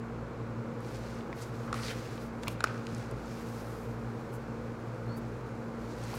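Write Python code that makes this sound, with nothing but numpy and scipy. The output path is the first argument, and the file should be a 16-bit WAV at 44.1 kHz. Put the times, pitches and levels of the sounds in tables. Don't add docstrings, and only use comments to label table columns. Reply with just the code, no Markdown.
import sys
import numpy as np
from scipy import signal
from scipy.fft import rfft, irfft
from scipy.io import wavfile
from scipy.ndimage import map_coordinates

SR = 44100
rng = np.random.default_rng(int(sys.argv[2]) if len(sys.argv) > 2 else 0)


def transcribe(u):
    v = np.clip(np.atleast_2d(u).T, -1, 1)
    q = np.round(v * 32767).astype(np.int16)
    wavfile.write(sys.argv[1], SR, q)


N = 272538
TIME = np.arange(N) / SR


def from_db(db):
    return 10 ** (np.asarray(db) / 20)


def rms_one(x):
    return x / np.sqrt(np.mean(x ** 2) + 1e-20)


def band(x, low_hz, high_hz, order=2):
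    sos = signal.butter(order, [low_hz, min(high_hz, .45 * SR)], "band", fs=SR, output="sos")
    return signal.sosfilt(sos, x + 1e-18)


def colour(x, points):
    hz, level_db = np.transpose(points)
    grid_hz = np.arange(4097) * SR / 8192
    curve_db = np.interp(np.log(grid_hz + 1), np.log(hz), level_db)
    cepstrum = irfft(np.log(from_db(curve_db)))
    cepstrum[1:4096] *= 2
    cepstrum[4097:] = 0
    response = irfft(np.exp(rfft(cepstrum)))
    return signal.fftconvolve(x, response / np.linalg.norm(response))[:N]


def drift(rate):
    knots = rng.standard_normal(4000)
    return rms_one(map_coordinates(knots, [TIME * rate], order=3, mode="wrap"))


def grains(per_s, spread_db):
    sizes = from_db(spread_db * np.minimum(rng.exponential(1, N), 4))
    present = rng.random(N) < per_s / SR
    return rms_one(sizes * rng.standard_normal(N) * present)


def arch(start_s, length_s, skew):
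    progress = np.clip((TIME - start_s) / length_s, 0, 1)
    return np.abs(np.sin(np.pi * progress ** skew))


def fading(s, level_db, t60, rise_s):
    age = np.maximum(TIME - s, 0)
    return np.minimum(age / rise_s, 1) * from_db(level_db - 60 * np.minimum(age / t60, 3))


def motor_tone(hz, level_db, phase):
    in_step_s, wander_rad = .62, .15
    angle = 2 * np.pi * hz * (TIME - in_step_s) + phase + wander_rad * drift(3.03)
    return np.sqrt(2) * from_db(level_db) * np.cos(angle)


def ventilation():
    # hz, level_db
    hum = [(28.7, -63.5), (56.48, -59), (57.91, -54), (112.92, -59), (114.9, -46.5), (115.78, -54),
           (120.03, -51), (125.83, -53), (126.68, -53), (135.9, -62), (172.35, -56.5), (197.6, -61.5),
           (240.02, -60.5), (289.5, -62), (315.97, -57), (373.42, -62), (459.6, -59.5), (517.05, -62),
           (545.77, -60.5)]
    # hz, level_db
    fan_pair = [(229.8, -47), (231.57, -52.5)]
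    # hz, relative level_db_per_hz
    duct = [(39, -25), (54, -2), (78, -6), (125, 8), (170, 1), (340, 3), (520, 0.5), (620, -2.5),
            (1050, -4), (1450, -5.5), (1850, -15), (3100, -26), (7700, -33), (8300, -37.5), (15000, -47)]
    # hz, width_hz, level_db
    grilles = [(58.8, 17, -60), (476.3, 75, -50.5), (2260, 560, -66.5), (4220, 560, -78.5)]
    duct_db = -44
    sound = from_db(duct_db) * colour(rng.standard_normal(N), duct)
    for hz, width_hz, level_db in grilles:
        noise = rng.standard_normal(N + SR)
        settled = band(noise, hz - width_hz / 2, hz + width_hz / 2)[SR:]
        sound += from_db(level_db) * rms_one(settled)
    for hz, level_db in hum:
        sound += motor_tone(hz, level_db, rng.uniform(0, 2 * np.pi))
    for hz, level_db in fan_pair:
        sound += motor_tone(hz, level_db, 0)
    return sound


def kitchen(x, delay_s=0.0089, t60=1, treble_t60=0.37, mid_db=-3.0, treble_db=4.0):
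    age = TIME[:SR]
    low = band(rng.standard_normal(SR), 280, 2600) * from_db(-60 * age / t60)
    mid = band(rng.standard_normal(SR), 1350, 3600) * from_db(mid_db - 60 * age / t60)
    high = band(rng.standard_normal(SR), 1800, 7500, order=1) * from_db(treble_db - 60 * age / treble_t60)
    tail = (low + mid + high) * np.clip(age / delay_s - 1, 0, 1)
    return signal.fftconvolve(x, tail / np.linalg.norm(tail))[:N]


def brushes():
    # middle_s, width_s (standard deviation), level_db at the middle, low_hz, high_hz
    table = [(.953, 0.0093, -54.5, 3300, 7000), (1.427, 0.0096, -50, 3800, 8600),
             (1.765, 0.013, -55.5, 4500, 12000), (1.765, .02, -48, 550, 2190),
             (2.432, 0.0056, -53, 1500, 7000), (2.478, .008, -45.5, 1600, 3400),
             (2.515, 0.016, -57.5, 4200, 13000), (2.69, 0.028, -52.5, 800, 2800),
             (3.31, .035, -63, 4300, 6500), (3.58, .03, -63, 4200, 7000),
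             (4.347, 0.014, -58.5, 6500, 14000), (5.178, 0.009, -57.5, 6800, 15500),
             (5.92, .03, -64, 3500, 7000), (6.158, 0.016, -56, 7500, 15500)]
    sound = np.zeros(N)
    for middle_s, width_s, level_db, low_hz, high_hz in table:
        swell = np.exp(-.5 * ((TIME - middle_s) / width_s) ** 2)
        swish = rms_one(band(grains(per_s=8400, spread_db=2.5), low_hz, high_hz))
        sound += from_db(level_db) * swell * swish
    return sound


def tick(s, level_db, t60, low_hz, high_hz, rise_s=0.00035):
    noise = rms_one(band(rng.standard_normal(N), low_hz, high_hz, order=3))
    return fading(s, level_db, t60, rise_s) * noise


def ticks(t60=0.0091):
    # start_s, level_db, low_hz, high_hz
    table = [(.805, -52, 5000, 11000), (.968, -53, 3500, 11000), (.99, -49, 4000, 12000),
             (1.208, -39, 1200, 3800), (2.055, -47, 1700, 4000), (2.09, -45, 1700, 4000),
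             (2.178, -44, 1700, 4000), (2.7782, -42, 1800, 5960), (2.8683, -34.5, 1400, 6350),
             (2.9475, -38, 3970, 8900), (2.9815, -47, 4500, 11000), (3.1122, -44, 3800, 10800),
             (4.945, -59, 5000, 11000), (6.0375, -43, 4000, 10000), (6.043, -48, 4000, 10000),
             (6.082, -44, 1500, 8000), (6.129, -41, 900, 4500)]
    return sum(tick(s, level_db, t60, low_hz, high_hz) for s, level_db, low_hz, high_hz in table)


def bumps(rise_s=.007):
    # start_s, level_db, centre_hz, t60_s
    table = [(1.287, -29.5, 310, .1), (1.675, -42.5, 1020, 0.3), (1.75, -44, 160, 0.1),
             (2.472, -32, 135, 0.12), (2.92, -37, 130, 0.16), (3.114, -39, 427, 0.12),
             (6.13, -36, 650, 0.09)]
    sound = np.zeros(N)
    for s, level_db, centre_hz, t60 in table:
        noise = band(rng.standard_normal(N), centre_hz / np.sqrt(2), centre_hz * np.sqrt(2))
        sound += fading(s, level_db, t60, rise_s) * rms_one(noise)
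    return sound


def squeak(start_s=5.075, length_s=0.125, level_db=-61, waver=0.004, skew=0.8):
    # time_s, pitch_hz
    pitch = [(5.08, 4200), (5.11, 4360), (5.127, 4470), (5.135, 4360), (5.159, 4480), (5.164, 4610),
             (5.182, 4760), (5.195, 4900)]
    hz = np.interp(TIME, *np.transpose(pitch)) * (1 + waver * drift(200))
    swell = from_db(level_db) * arch(start_s, length_s, skew)
    return swell * np.sqrt(2) * np.sin(2 * np.pi * np.cumsum(hz) / SR)


def crack(s, level_db, t60, bright_hz, rise_s=0.00033, treble_from_hz=6000, treble_t60=0.005):
    noise = rng.standard_normal(N)
    body = signal.sosfilt(signal.butter(1, treble_from_hz, fs=SR, output="sos"), noise)
    treble = noise - body
    burst = fading(s, level_db, t60, rise_s) * body + fading(s, level_db, treble_t60, rise_s) * treble
    softness = signal.butter(2, min(bright_hz, .45 * SR), fs=SR, output="sos")
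    return signal.sosfilt(softness, burst + 1e-18)


def snap(age, bright_hz, uneven_db=0.5, rise_s=0.00042, t60=0.013):
    # hz, relative level_db
    modes = [(2490, -22), (3600, -20.5), (4220, -19.5), (5000, -23), (5570, -23), (6800, -23), (7350, -23),
             (8750, -23), (9450, -25), (10800, -27), (13200, -31)]
    rings = np.zeros(len(age))
    for hz, level_db in modes:
        strength, phase = rng.standard_normal(2)
        gain = from_db(level_db + uneven_db * strength) / np.hypot(1, (hz / bright_hz) ** 2)
        rings += gain * np.sin(2 * np.pi * hz * age + np.pi * phase)
    return rings * np.minimum(age / rise_s, 1) * from_db(-60 * age / t60)


def knocks(width=0.23, thud_db=-12.0, crack_db=-10.5, lag_s=0.0002, crack_t60=0.027):
    # start_s, edge_db (drives crack and snap), contact bright_hz, hollow note_db (peak), note_hz
    table = [(1.3274, -28, 4200, -38.5, 2130), (1.7278, -20, 9000, -23, 1300),
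             (1.7419, -24, 9000, -30, 1210), (1.7898, -37, 3600, -33, 1370),
             (2.4334, -23.5, 8500, -44, 1420), (2.4716, -25.5, 4200, -33, 2260),
             (2.4760, -33, 3000, -39, 2400), (2.4806, -16.5, 16000, -30, 2550),
             (2.6053, -19.5, 6500, -29.5, 1480), (2.6403, -10.5, 11900, -13.5, 1363),
             (2.6497, -38, 7050, -47, 1320), (2.6716, -26, 4000, -37, 2370), (6.14, -26, 6000, -40, 1080)]
    # hz, relative level_db_per_hz
    crack_colour = [(300, -7.5), (1000, 10), (2200, 2.5), (3200, -3), (4200, -3.5), (6100, -5.5),
                    (7100, -4), (8000, -9), (9200, -8), (11000, -9.5), (15000, -4)]
    cracks, snaps, notes, blows = np.zeros((4, N))
    tap = signal.unit_impulse(SR // 50)
    for s, edge_db, bright_hz, note_db, hz in table:
        cracks += crack(s, edge_db, crack_t60, bright_hz)
        at = round(s * SR)
        snaps[at:at + len(tap)] += from_db(edge_db) * snap(TIME[:len(tap)], bright_hz)
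        note = band(tap, hz * (1 - width / 2), hz * (1 + width / 2), order=3)
        at = round((s + lag_s) * SR)
        notes[at:at + len(tap)] += from_db(note_db) * note / abs(note).max()
        blows[at] += from_db(note_db)
    bench = band(blows, 300, 620)
    thuds = from_db(thud_db) * blows.max() * bench / abs(bench).max()
    return notes + thuds + snaps + from_db(crack_db) * colour(cracks, crack_colour)


def scratch(depth):
    free_hz, loaded_hz, loading_power, width_octaves = 7000, 2380, 4.2, 0.49
    centre_hz = free_hz * (loaded_hz / free_hz) ** (depth ** loading_power)
    slips = grains(per_s=3000, spread_db=-1.0)
    edges = np.geomspace(1200, 9600, 7)
    sound = np.zeros(N)
    for low, high in zip(edges, edges[1:]):
        octaves_away = np.log2(np.sqrt(low * high) / centre_hz)
        nearness = np.exp(-(octaves_away / width_octaves) ** 2)
        sound += nearness * rms_one(band(slips, low, high))
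    return sound / np.sqrt(2)


def scrape():
    # hz, relative level_db_per_hz
    scrape_colour = [(500, -3), (1400, 11.5), (2300, 10), (3200, 0), (4800, 6), (7000, 0), (10000, -3.5),
                     (15000, -13)]
    # start_s, level_db
    catch_table = [(1.757, -48), (1.773, -46), (1.8336, -38), (1.882, -34), (1.911, -38)]
    start_s, stop_s, attack_s, release_t60 = 1.728, 1.908, 0.022, 0.16
    bite_db, drag_rise_db, drag_power = -50.5, 7.5, 2.6
    grit_db = -6.0
    blade_hz, blade_width_hz, blade_db = 4620, 650, -49
    scratch_db, scratch_growth = -41.5, 1.9

    depth = np.clip((TIME - start_s) / (stop_s - start_s), 0, 1)
    attack = np.clip((TIME - start_s) / attack_s, 0, 1)
    release = from_db(-60 * np.clip((TIME - stop_s) / release_t60, 0, 3))
    drag = from_db(bite_db + drag_rise_db * depth ** drag_power)
    rasp = colour(grains(per_s=12000, spread_db=1.0), scrape_colour)
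    edges = np.geomspace(1100, 6000, 5)
    rattle = np.zeros(N)
    for low, high in zip(edges, edges[1:]):
        rattle += rms_one(band(grains(per_s=300, spread_db=0), low, high))
    grit = from_db(grit_db) * rms_one(rattle)
    slips = grains(per_s=3000, spread_db=2.0)
    ring = rms_one(band(slips, blade_hz - blade_width_hz / 2, blade_hz + blade_width_hz / 2, order=1))
    sing = from_db(blade_db) * arch(1.80, 0.093, skew=1.3) * ring
    growing_scratch = from_db(scratch_db) * depth ** scratch_growth * scratch(depth)
    catches = sum(tick(s, level_db, .022, 1200, 4930) for s, level_db in catch_table)
    return catches + attack * release * (drag * (rasp + grit) + sing + growing_scratch)


def sliding(fine_db=4.5, crackle_db=-11.0, judder_db=1.03):
    # (relative to friction, before fine_db)
    strokes = [(0.794, 0.27, -57.5, -14), (.97, 0.28, -57.5, -19), (1.34, 0.18, -55.5, -10.5),
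               (1.477, 0.28, -60.5, -14), (1.85, 0.41, -54, -15), (2.177, 0.12, -61.5, -8),
               (2.402, 0.17, -59.5, -11), (2.618, 0.3, -60, -19), (2.825, 0.34, -56.5, -18.5),
               (3.097, 0.51, -58.5, -15.5), (3.276, 0.75, -60.5, -7), (3.70, 0.98, -74, -8),
               (5.77, 0.62, -57, -14.5), (6.0, 0.29, -54.5, -14)]
    # hz, relative level_db_per_hz
    slide_colour = [(600, -7), (1400, 7.5), (2400, 5), (3200, 0.5), (4700, 2.5), (7000, -2.5), (10000, -12),
                    (15000, -58)]
    stroke_skew, friction_power = 0.85, 0.97
    creep_from_s, creep_rise_s, creep_db, creep_hiss_db = 0.38, .5, -68, -13.5

    creep = from_db(creep_db) * np.clip((TIME - creep_from_s) / creep_rise_s, 0, 1)
    power = creep ** 2
    hiss_power = (creep * from_db(creep_hiss_db)) ** 2
    for start_s, length_s, friction_db, hiss_db in strokes:
        friction = from_db(friction_db) * arch(start_s, length_s, stroke_skew) ** friction_power
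        power += friction ** 2
        hiss_power += (friction * from_db(hiss_db)) ** 2
    judder = from_db(judder_db * drift(40))
    coarse = colour(grains(per_s=11000, spread_db=1.0), slide_colour)
    fine = from_db(fine_db) * rms_one(band(grains(per_s=16000, spread_db=-2.0), 3900, 14500))
    snaps = from_db(crackle_db) * rms_one(band(grains(per_s=320, spread_db=-6.5), 1400, 6000))
    return judder * (np.sqrt(power) * (coarse + snaps) + np.sqrt(hiss_power) * fine)


def scene():
    echo_db = -17.5
    bench = sliding() + scrape() + knocks() + ticks() + bumps() + brushes() + squeak()
    return (bench + from_db(echo_db) * kitchen(bench) + ventilation())[None]


def record(dry):
    thinned = signal.sosfilt(signal.butter(2, 24, "high", fs=SR, output="sos"), dry)
    return signal.sosfilt(signal.ellip(10, .1, 70, 15800, fs=SR, output="sos"), thinned)


dry = scene()
out = record(dry)
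transcribe(out)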